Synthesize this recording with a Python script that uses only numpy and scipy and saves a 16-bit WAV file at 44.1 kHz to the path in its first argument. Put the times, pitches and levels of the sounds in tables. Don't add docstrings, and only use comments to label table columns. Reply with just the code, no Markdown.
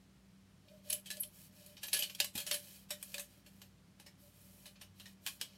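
import sys
import numpy as np
from scipy import signal
from scipy.fft import rfft, irfft, next_fast_len
from scipy.io import wavfile

SR = 44100
rng = np.random.default_rng(int(sys.argv[2]) if len(sys.argv) > 2 else 0)


def dump_mix(stems):
    frames = np.atleast_2d(stems).T
    limited = np.clip(frames, -1, 1)
    pcm = np.round(limited * 32767).astype(np.int16)
    wavfile.write(sys.argv[1], SR, pcm)


N = 245813
TIME = np.arange(N) / SR
RING_TIME = TIME[:SR // 3]

# (time [s], low band gain [dB])
PAIL_TURN = [(1.0, -3.5), (1.8, 2), (2.0, -3), (2.5, 3), (3.15, 5.5), (4.7, 4), (5.3, 3.5)]
# (time [s], level relative to the hit [dB])
HOLLOW_FREEDOM = [(0.91, -13), (1.1, -28), (1.85, -21.5), (1.98, -20.5), (2.38, -19), (2.51, -12.5),
                  (3.15, -5), (3.5, -15), (4.7, -14), (5.3, -34)]
# (time [s], level [dB], snap [dB], top band gain [dB], strongest mode [Hz], rebounds [count])
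HANDLE_HITS = [(0.683, -64.5, 8, -14, 4400, 0), (0.901, -41, 4, 6, 3040, 0),
               (0.927, -43, 13, 10.5, 3000, 0), (1.057, -49, -4, 2, 3140, 1),
               (1.103, -41.5, 7.5, 1, 4010, 1), (1.169, -57, 14, 3, 3100, 0),
               (1.234, -57, 17.5, 2, 3150, 0), (1.662, -66, 10, 12, 9100, 0), (1.767, -52, -1, -6, 4470, 1),
               (1.8302, -39, -6, 3.5, 3100, 0), (1.882, -48.5, 8.5, 2, 2540, 0),
               (1.9297, -32.5, 7, 0, 4460, 1), (1.9444, -36.5, 6, -14, 2400, 0),
               (1.963, -37.5, -4, 1, 3050, 0), (1.9889, -34, -3, 3.5, 3100, 0),
               (2.023, -36.5, 7.5, -0.5, 3000, 1), (2.096, -46, 3.5, -4, 3100, 0),
               (2.148, -52.5, 12.5, 4, 3180, 0), (2.201, -29.5, 12, -1, 5210, 0),
               (2.244, -43, 9.5, 5.5, 8200, 0), (2.352, -40, -4, 6, 9700, 0),
               (2.3764, -37, 6, 3.5, 9300, 0), (2.4, -42.5, 0, 5, 4200, 0),
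               (2.4641, -40.5, -1.5, 3.5, 9400, 1), (2.511, -31.5, 6, -1, 5480, 0),
               (2.54, -39, 5, 8, 4250, 0), (2.905, -38.5, 5, 3.5, 3790, 0), (3.027, -58, 17, 12, 9450, 0),
               (3.142, -44.5, 9, 4, 2470, 0), (3.1805, -47, 8, 3, 1690, 0),
               (3.195, -47.5, 6, 10.5, 6400, 0), (3.461, -57.5, -3, 2.5, 1780, 0),
               (3.616, -54.5, 6, 0, 2870, 0), (3.998, -56, 8, -0.5, 8700, 0),
               (4.061, -51.5, -13.5, -1.5, 4670, 0), (4.656, -51.5, 4.5, 0, 3980, 1),
               (4.754, -59.5, -10, -14, 2480, 0), (4.811, -47.5, -9, -1.5, 5600, 0),
               (4.997, -51.5, 1.5, -1, 3000, 0), (5.056, -53, 4, -6, 1850, 1),
               (5.2634, -40, 9.5, 1.5, 2500, 2), (5.412, -39, 11, 0.5, 4000, 0)]


def handle(strike_db=-1, skid_s=.022, skid_db=-19.5, bounce_gap_s=.0085, bounce_db=-3.5):
    out = np.zeros(N)
    for s, db, snap_db, top_db, strongest_hz, rebounds in HANDLE_HITS:
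        low_db = along(PAIL_TURN, s)
        add(out, s - skid_s, undb(db + skid_db) * skid(skid_s, low_db, top_db))
        add(out, s, undb(db + along(HOLLOW_FREEDOM, s)) * hollow(s))
        for bounce in range(1 + rebounds):
            gain = undb(db + strike_db + bounce * bounce_db)
            add(out, s + bounce * bounce_gap_s, gain * clink(snap_db, low_db, top_db, strongest_hz))
    return out


# (frequency [Hz], level [dB])
TIN_SPECTRUM = [(100, -31.5), (300, -12.5), (800, -11), (1300, -13.5), (1750, -5), (2100, -5.5), (2600, 1),
                (4600, -1), (6100, -4), (8300, -4.5), (9800, -7), (11500, -6), (14000, -7.5),
                (16000, -20.5)]


def clink(snap_db, low_db, top_db, strongest_hz, snap_t60=0.028, shimmer_t60=0.17, shimmer_db=-1.5,
          modes_db=-5, strongest_db=4, rise_s=0.0025, echo_s=0.0072, echo_db=-10):
    t = RING_TIME
    ring = wall_ring(t)
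    cluster_hz = np.linspace(500, 16000, num=90)
    uneven = np.c_[cluster_hz, 3.5 * rng.standard_normal(len(cluster_hz))]
    shimmer, crack, echo = (unit(colour(noise(TIN_SPECTRUM, len(t)), uneven)) for _ in range(3))
    chatter = unit(undb(2.5 * walk(1100, len(t))))
    snap = (.87 * crack * chatter + .5 * wall_ring(t)) * fade(t, snap_t60)
    blow = undb(snap_db) * snap + undb(shimmer_db) * shimmer * fade(t, shimmer_t60)
    blow += undb(strongest_db) * resonate(blow, strongest_hz, width_hz=140) + undb(modes_db) * ring
    blow *= np.minimum(t / (rise_s * undb(-snap_db / 2)), 1)
    late = np.maximum(t - echo_s, 0)
    blow += undb(snap_db + echo_db) * echo * np.minimum(late / rise_s, 1) * fade(late, snap_t60)
    tone = [(350, 0), (800, low_db), (1700, low_db), (2500, 0), (5800, 0.024), (8000, top_db)]
    fade_out = 1 - (t / t[-1]) ** 4
    return colour(blow, tone) * fade_out


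# (frequency [Hz], relative level [dB], t60 [s])
TIN_MODES = [(830, -17, .13), (1090, -14, .13), (1712, -7, .2), (2450, -1, .2), (2590, -3, .13),
             (2965, -1, .18), (3050, -2, .2), (3225, 0, .18), (3750, -5, .13), (4005, -4, .16),
             (4135, -3, .2), (4450, -3, .16), (4715, -3, .16), (5330, -4, .14), (5540, -8, .14),
             (6356, -10, .16), (6755, -10, .16), (8210, -7, .18), (8400, -9, .18), (8890, -8, .13),
             (10650, -7, .18), (10850, -4, .2), (11470, -7, .18), (12280, -8, .2), (13040, -9, .16)]


def wall_ring(t, scatter_db=10.0, detune=.007):
    hz, db, t60 = np.transpose(TIN_MODES)
    weight = undb(db + scatter_db * rng.standard_normal(len(hz)))
    hz = hz * (1 + detune * rng.standard_normal(len(hz)))
    waves = np.sin(2 * np.pi * (np.outer(hz, t) + rng.random((len(hz), 1))))
    return np.sqrt(2) * weight / np.linalg.norm(weight) @ (waves * fade(t, t60[:, None]))


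# (time [s], pitch [Hz])
HOLLOW_PITCH = [(1.2, 601), (2.3, 586)]


def hollow(s, t60=0.21, rise_s=0.0042, detune=0.013):
    t = RING_TIME
    hz = along(HOLLOW_PITCH, s) * (1 + detune * rng.standard_normal())
    bloom = (1 - np.exp(-t / rise_s)) ** 2
    return np.sqrt(2) * np.sin(2 * np.pi * hz * t) * bloom * fade(t, t60)


def skid(length_s, low_db, top_db):
    size = int(length_s * SR)
    tone = [(1700, low_db), (2500, 0), (5800, 0), (8000, top_db)]
    scrape = colour(noise(TIN_SPECTRUM, 4096), tone)
    return scrape[:size] * np.linspace(0, 1, size)


# (frequency [Hz], level [dB])
SCRAPE_SPECTRUM = [(6000, -44), (8200, -12.5), (9500, -0.5), (10700, -2.5), (12200, 8.5), (13000, -14.5),
                   (16000, -41)]
# (time [s], length [s], pitch [Hz], level [dB])
LUG_SQUEAKS = [(0.898, 0.0095, 10770, -35.5), (0.924, 0.013, 10850, -35.5), (1.197, 0.018, 11720, -41.5),
               (1.204, 0.013, 10740, -36), (1.224, 0.016, 10650, -47), (1.866, 0.017, 12500, -49),
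               (1.928, 0.018, 10870, -32.5), (1.953, 0.036, 11200, -45.5), (2.526, 0.013, 10900, -41)]


def squeaks(waver=0.0044, rough_db=2, scrape_db=-5):
    out = np.zeros(N)
    for s, length, hz, db in LUG_SQUEAKS:
        size = int(length * SR)
        whistle = np.sqrt(2) * np.sin(phase_of(hz * (1 + waver * walk(410, size))))
        swell = signal.windows.tukey(size, .6) * undb(rough_db * walk(900, size))
        scrape = noise(SCRAPE_SPECTRUM, 4096)[:size]
        add(out, s, undb(db) * swell * (whistle + undb(scrape_db) * scrape))
    return room(out, wet_db=-3.5)


# (time [s], length [s], level [dB], top band gain [dB], hollow level [dB])
PALM_STROKES = [(0.637, 0.2, -76.5, 0.5, -64), (0.817, 0.21, -59.5, 0, -59), (1.056, 0.28, -66.5, 6, -65.5),
                (1.289, 0.23, -68, 7.5, -83), (1.472, 0.34, -67, 2, -69.5), (1.83, 0.42, -77, 15, -78),
                (2.348, 0.57, -62.5, 4, -73.5), (2.945, 0.35, -61, 4, -74), (3.23, 0.22, -72.5, 2, -77),
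                (3.4, 0.36, -80.5, 6.5, -83.5), (4.164, 0.16, -76.5, 10, -70.5),
                (4.23, 0.58, -72.5, 8.5, -78), (4.926, 0.25, -69.5, 2.5, -95), (5.193, 0.23, -71, 10, -75),
                (5.43, 0.18, -67, -10, -76.5)]


def strokes(ease_share=0.76, rest_db=-81, rest_top_db=-10.5):
    rub = np.full(N, undb(rest_db))
    top = rub * undb(rest_top_db)
    ring = np.zeros(N)
    for s, length, db, top_db, hollow_db in PALM_STROKES:
        speed = signal.windows.tukey(int(length * SR), ease_share)
        add(rub, s, undb(db) * speed)
        add(top, s, undb(db + top_db) * speed)
        add(ring, s, undb(hollow_db) * speed)
    return rub, top, ring


# (frequency [Hz], level [dB])
PAPER_SPECTRUM = [(200, -32), (500, 0), (1100, -10.5), (1900, -5), (2900, -5), (6500, -2.5), (9500, -1.5),
                  (12900, 0.5), (16000, -7.5)]


def palm(grain_db=1.6, unsteady_db=1.0, body_db=-1.5, tin_db=-6, murmur_rate=50):
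    rub, top, ring = strokes()
    friction = noise(PAPER_SPECTRUM) * undb(grain_db * walk(600) - unsteady_db * walk(39))
    tin = sum(undb(db) * resonate(friction, hz, width_hz=60) for hz, db, _ in TIN_MODES if hz < 6000)
    body = signal.sosfiltfilt(signal.butter(2, 6500, fs=SR, output="sos"), friction)
    hiss = rub * (undb(body_db) * body + undb(tin_db) * unit(tin)) + top * (friction - body)
    phase = phase_of(along(HOLLOW_PITCH, TIME))
    murmur = unit(walk(murmur_rate) * np.sin(phase) + walk(murmur_rate) * np.cos(phase))
    return hiss + ring * murmur


# (time [s], pitch [Hz], half length [s], level [dB])
HAND_PATS = [(2.355, 200, 0.0022, -38.5), (2.372, 194, 0.00034, -44)]


def pats():
    out = np.zeros(N)
    for s, hz, half_s, db in HAND_PATS:
        t = TIME - s
        push = np.exp(-(t / half_s) ** 2)
        out += undb(db) * np.cos(2 * np.pi * hz * t) * push
    return room(out, wet_db=-7)


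def room(x, wet_db, t60=0.16, build_s=0.0017):
    t = RING_TIME
    tail = rng.standard_normal(len(t)) * fade(t, t60) * np.minimum(t / build_s, 1) ** 2
    return x + undb(wet_db) * signal.fftconvolve(x, tail / np.linalg.norm(tail))[:N]


# (frequency [Hz], level [dB])
AIR_SPECTRUM = [(20, -46), (42, -7), (58, -4), (75, -2), (105, -2.5), (175, 4.5), (215, -4.5), (260, -5.5),
                (400, -12.5), (750, -17.5), (2000, -20.5), (5000, -24.5), (11000, -30), (16000, -38)]
# (frequency [Hz], rms level [dB])
HUM_TONES = [(59.5, -78), (96.9, -73.5), (193.3, -69)]


def background(air_db=-66.5, waver_db=3.5, drift=0.0042):
    hum = np.zeros(N)
    for hz, db in HUM_TONES:
        gain = undb(db + waver_db * walk(5.3))
        hum += gain * np.sin(phase_of(hz * (1 + drift * walk(3.6))))
    return undb(air_db) * noise(AIR_SPECTRUM) + np.sqrt(2) * hum


def undb(db):
    return 10 ** (np.asarray(db) / 20)


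def unit(x):
    return x / np.sqrt(np.mean(x ** 2))


def fade(t, t60):
    return np.exp(-np.log(1000) * t / t60)


def along(curve, s):
    return np.interp(s, *np.transpose(curve))


def phase_of(hz):
    return 2 * np.pi * np.cumsum(hz) / SR


def resonate(x, hz, width_hz):
    return signal.lfilter(*signal.iirpeak(hz, hz / width_hz, fs=SR), x)


def colour(x, points):
    hz, db = np.transpose(points)
    size = next_fast_len(len(x))
    bins = np.maximum(np.fft.rfftfreq(size, 1 / SR), 1)
    gain = undb(np.interp(np.log(bins), np.log(hz), db))
    return irfft(rfft(x, size) * gain, size)[:len(x)]


def noise(points, size=N):
    return unit(colour(rng.standard_normal(size), points))


def walk(rate, size=N):
    steps = rng.standard_normal(4096)
    return np.interp(np.arange(size) / SR * rate, np.arange(len(steps)), steps)


def add(track, s, sound):
    start = int(s * SR)
    track[start:start + len(sound)] += sound[:max(N - start, 0)]


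def scene():
    return (handle() + squeaks() + palm() + pats() + background())[None]


def record(dry, low_cut_hz=35, high_cut_hz=15900):
    thin = signal.sosfilt(signal.butter(2, low_cut_hz, "high", fs=SR, output="sos"), dry)
    return signal.sosfilt(signal.ellip(10, .2, 70, high_cut_hz, fs=SR, output="sos"), thin)


dry = scene()
out = record(dry)
dump_mix(out)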